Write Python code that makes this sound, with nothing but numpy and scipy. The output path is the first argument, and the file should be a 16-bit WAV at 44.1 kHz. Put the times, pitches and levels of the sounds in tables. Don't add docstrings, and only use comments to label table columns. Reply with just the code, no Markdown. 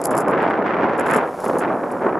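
import sys
import numpy as np
from scipy import signal
from scipy.fft import rfft, irfft, next_fast_len
from scipy.io import wavfile
from scipy.ndimage import uniform_filter1d, minimum_filter1d

SR = 44100
rng = np.random.default_rng(int(sys.argv[2]) if len(sys.argv) > 2 else 0)


def transcribe(signal):
    frames = np.atleast_2d(signal).T
    limited = np.clip(frames, -1, 1)
    pcm = np.round(limited * 32767).astype(np.int16)
    wavfile.write(sys.argv[1], SR, pcm)


N = 96623

# (time [s], level [dB])
LOAD_LEVEL = [(0, -25.5), (.07, -25), (.11, -19), (.185, -17.5), (.21, -22), (.29, -17.5), (.36, -18.5),
              (.42, -19.5), (.51, -20.5), (.57, -21), (.61, -20.5), (.675, -20), (.715, -22.5), (.80, -20),
              (.845, -14.5), (.885, -19.5), (.91, -21), (.97, -22), (1.01, -19.5), (1.04, -21.5),
              (1.09, -17), (1.18, -20.5), (1.26, -24), (1.30, -29), (1.36, -31.5), (1.42, -26.5),
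              (1.46, -22.5), (1.55, -21.5), (1.585, -23), (1.63, -21), (1.69, -19.5), (1.72, -21.5),
              (1.83, -25.5), (1.92, -24.5), (2.0, -26), (2.065, -16), (2.10, -23), (2.19, -21.5)]
# (time [s], level [dB])
CRUNCH_LEVEL = [(0, -59), (.085, -62), (.12, -31), (.19, -34.5), (.27, -42), (.33, -31), (.41, -27.5),
                (.47, -31.5), (.51, -24.5), (.56, -35.5), (.63, -32.5), (.67, -25.5), (.72, -28.5),
                (.80, -30.5), (.835, -20.5), (.88, -32.5), (1.0, -28.5), (1.06, -28), (1.11, -22),
                (1.18, -24), (1.23, -33), (1.29, -43), (1.37, -55), (1.45, -46), (1.58, -44.5),
                (1.63, -26.5), (1.69, -37), (1.80, -52), (1.92, -53), (2.0, -49), (2.05, -35),
                (2.11, -41.5), (2.19, -49)]
# (time [s], level [dB])
POWDER_LEVEL = [(0, -50), (.2, -62), (.26, -63), (.7, -67.5), (.95, -66), (1.045, -59), (1.08, -49.5),
                (1.17, -48), (1.21, -57), (1.27, -52), (1.38, -48), (1.45, -42), (1.52, -46.5),
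                (1.6, -51.5), (1.66, -57.5), (1.85, -53), (2.0, -54), (2.19, -60)]
# (time [s], level [dB], decay
# [s])
CLUMP_HITS = [(.015, -25.5, 0.0017), (.039, -22, 0.0029), (0.047, -31, 0.0089), (0.0551, -15, 0.0015),
              (0.069, -30.5, 0.0036), (0.108, -32, 0.0038), (0.115, -39.5, 0.0057), (0.129, -43, 0.0031),
              (0.151, -36, 0.0044), (.167, -33, .007), (0.177, -24.5, 0.0036), (.185, -29, 0.0035),
              (0.196, -40, 0.0055), (0.204, -32, 0.0064), (.215, -49, .005), (0.282, -34.5, 0.0027),
              (0.298, -44, .003), (0.31, -44.5, 0.0032), (.390, -57, .004), (0.422, -46.5, .007),
              (.500, -54, 0.011), (0.979, -43, 0.0042), (0.99, -44, .003), (.996, -29.5, 0.0023),
              (1.008, -38.5, 0.0035), (1.062, -41.5, 0.024), (1.102, -32, .002), (1.111, -29, 0.0025),
              (1.135, -32, 0.0053), (1.146, -28.5, 0.0027), (1.162, -31, 0.0097), (1.176, -64.5, .004),
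              (1.403, -39, 0.0037), (1.443, -30.5, 0.002), (1.452, -35, .005), (1.481, -37, .003),
              (1.585, -27.5, 0.002), (1.593, -31.5, 0.0038), (1.603, -40, 0.0036), (1.617, -46, .004),
              (1.915, -40, 0.0022), (1.921, -42, 0.0027)]
# (time [s], level [dB], decay [s])
CRUST_BREAKS = [(.111, -16.5, 0.0089), (.392, -39, .003), (0.454, -17, 0.004), (0.486, -18, 0.0045),
                (0.501, -12, .002), (0.66, -17.5, 0.015), (0.694, -33, 0.0016), (0.829, -16, 0.0037),
                (0.845, -17, 0.0048), (0.898, -12, .003), (0.933, -14, 0.0065), (1.158, -10, 0.004),
                (1.174, -24, 0.0076), (1.203, -36, .002), (1.462, -11, 0.0024), (1.498, -11, 0.0035),
                (1.533, -14, 0.0017), (1.729, -19, .003), (1.839, -21, .004), (2.023, -12.5, 0.0027)]

# (frequency [Hz], relative gain [dB])
PACK_SPECTRUM = [(25, -36), (60, -29), (130, -33), (250, -8.5), (380, -1.5), (520, 1.5), (800, -1.5),
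                 (1200, -6.5), (1800, -17.5), (2800, -58), (5000, -63), (14000, -69)]
# (frequency [Hz], relative gain [dB])
CRUNCH_SPECTRUM = [(200, -40), (700, -3.5), (1400, 2.5), (2100, -5), (2900, -16.5), (4000, -30.5),
                   (6000, -41), (10000, -68), (14000, -124)]
# (frequency [Hz], relative gain [dB])
DRUM_SPECTRUM = [(20, -39), (50, -27.5), (90, -16.5), (150, -4.5), (260, 1.5), (380, 0.5), (700, -23),
                 (2000, -68.5)]
# (frequency [Hz], relative gain [dB])
POWDER_SPECTRUM = [(1000, 4), (3000, -7), (4500, -8), (5300, -6), (6200, -7), (7400, -6), (8600, -11),
                   (10000, -3), (11000, -7.5), (12500, -10.5), (14000, -20), (15000, -37)]
# (frequency [Hz], relative gain [dB])
SNAP_SPECTRUM = [(500, -20), (1300, 5), (2300, 3.5), (3000, -11.5), (4000, -22), (7000, -34.5),
                 (14000, -53)]
# (frequency [Hz], relative gain [dB])
HOUSING_SPECTRUM = [(1500, -16), (4100, -19), (5200, -4.5), (6000, -11), (7400, 1.5), (8500, -8),
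                    (9000, -5), (9300, -6.5), (9850, 4.5), (10120, -4), (10400, 3.5), (10900, 2.5),
                    (11600, -4), (12000, -9), (12900, -17), (13500, -19), (14100, -42), (15500, -54)]
# (frequency [Hz], relative gain [dB])
CRUST_SPECTRUM = [(60, -29.5), (250, 17), (700, 10.5), (1500, 3.5), (2500, -14.5), (4000, -27),
                  (7000, -37.5), (14000, -57)]

SLIP_HZ, PACK_SLIP_DB, CRUNCH_SLIP_DB = 94, 2, 3
PACK_DB, DRUM_DB, SNAP_DB = 0.05, -6, -22
CRUNCH_DB = 1.5
HULL_PAN_DB, CLUMP_PAN_DB = -0.47, 2
LIMIT_DB, LIMIT_S, FADE_S, CUTOFF_HZ = -3.8, 0.004, 0.0028, 14600


def from_db(db):
    return 10 ** (np.asarray(db) / 20)


def unit_rms(x):
    return x / np.sqrt(np.mean(x ** 2) + 1e-20)


def curve(rows):
    return np.interp(np.arange(N) / SR, *np.transpose(rows))


def drift(corner_hz):
    pole = np.exp(-2 * np.pi * corner_hz / SR)
    smooth = signal.lfilter([1], [1, -2 * pole, pole * pole], rng.standard_normal(2 * N))
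    return unit_rms(smooth[N:])


def coloured(x, spectrum):
    size = 2 * next_fast_len(N)
    hz, db = np.transpose(spectrum)
    bins_hz = np.linspace(1, SR / 2, size // 2 + 1)
    gain = unit_rms(from_db(np.interp(np.log(bins_hz), np.log(hz), db)))
    cepstrum = irfft(np.log(gain))
    cepstrum[1:size // 2] *= 2
    cepstrum[size // 2 + 1:] = 0
    return irfft(rfft(x, size) * np.exp(rfft(cepstrum)))[..., :N]


def grains(per_s, spread_db, side_db):
    onsets = rng.random(N) < per_s / SR
    sizes = from_db(spread_db * np.minimum(rng.exponential(1, N), 4))
    signs = rng.choice([-1, 1], N)
    side = from_db(side_db) * rng.standard_normal(N)
    return unit_rms(onsets * sizes * signs) * (1 + side * [[1], [-1]])


def panned(x, pan_db):
    return x * from_db(pan_db * np.array([[.5], [-.5]]))


def burst(start_s, decay_s):
    age_s = np.arange(N) / SR - start_s
    return (age_s >= 0) * np.exp(-np.clip(age_s / decay_s, 0, 20))


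def hull():
    slips = np.clip(drift(SLIP_HZ), -2, 2)
    load_db = curve(LOAD_LEVEL)
    pack = grains(per_s=2600, spread_db=2.5, side_db=-17) * unit_rms(from_db(PACK_SLIP_DB * slips))
    crunch = grains(per_s=1100, spread_db=2.6, side_db=-8.5) * unit_rms(from_db(CRUNCH_SLIP_DB * slips))
    drumming = grains(per_s=1800, spread_db=3.26, side_db=-16.5)
    return (coloured(pack * from_db(load_db + PACK_DB), PACK_SPECTRUM)
            + coloured(crunch * from_db(curve(CRUNCH_LEVEL) + CRUNCH_DB), CRUNCH_SPECTRUM)
            + coloured(drumming * from_db(load_db + DRUM_DB), DRUM_SPECTRUM))


def powder():
    crystals = grains(per_s=32000, spread_db=3, side_db=-31.5)
    return coloured(crystals * from_db(curve(POWDER_LEVEL)), POWDER_SPECTRUM)


def snaps():
    ice = grains(per_s=100, spread_db=2.7, side_db=-18.5)
    return coloured(ice * from_db(curve(LOAD_LEVEL) + SNAP_DB), SNAP_SPECTRUM)


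def clumps():
    force = sum(from_db(db) * burst(start_s, decay_s) for start_s, db, decay_s in CLUMP_HITS)
    return coloured(force * grains(per_s=11000, spread_db=0.5, side_db=-10), HOUSING_SPECTRUM)


def cracks():
    force = sum(from_db(db) * burst(start_s, decay_s) for start_s, db, decay_s in CRUST_BREAKS)
    return coloured(force * grains(per_s=4000, spread_db=-1.5, side_db=-18), CRUST_SPECTRUM)


def scene():
    under_hull = hull() + cracks() + snaps()
    return panned(under_hull, HULL_PAN_DB) + powder() + panned(clumps(), CLUMP_PAN_DB)


def record(dry):
    width = int(LIMIT_S * SR)
    peak = np.abs(dry).max(axis=0)
    held_gain = minimum_filter1d(np.minimum(1, from_db(LIMIT_DB) / (peak + 1e-9)), 2 * width)
    gain = uniform_filter1d(uniform_filter1d(held_gain, width), width)
    remaining_s = np.arange(N)[::-1] / SR
    fade = np.sin(np.pi / 2 * np.minimum(remaining_s / FADE_S, 1)) ** 2
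    lowpass = signal.ellip(10, .1, 80, CUTOFF_HZ, fs=SR, output="sos")
    return signal.sosfilt(lowpass, dry * gain * fade)


dry = scene()
out = record(dry)
transcribe(out)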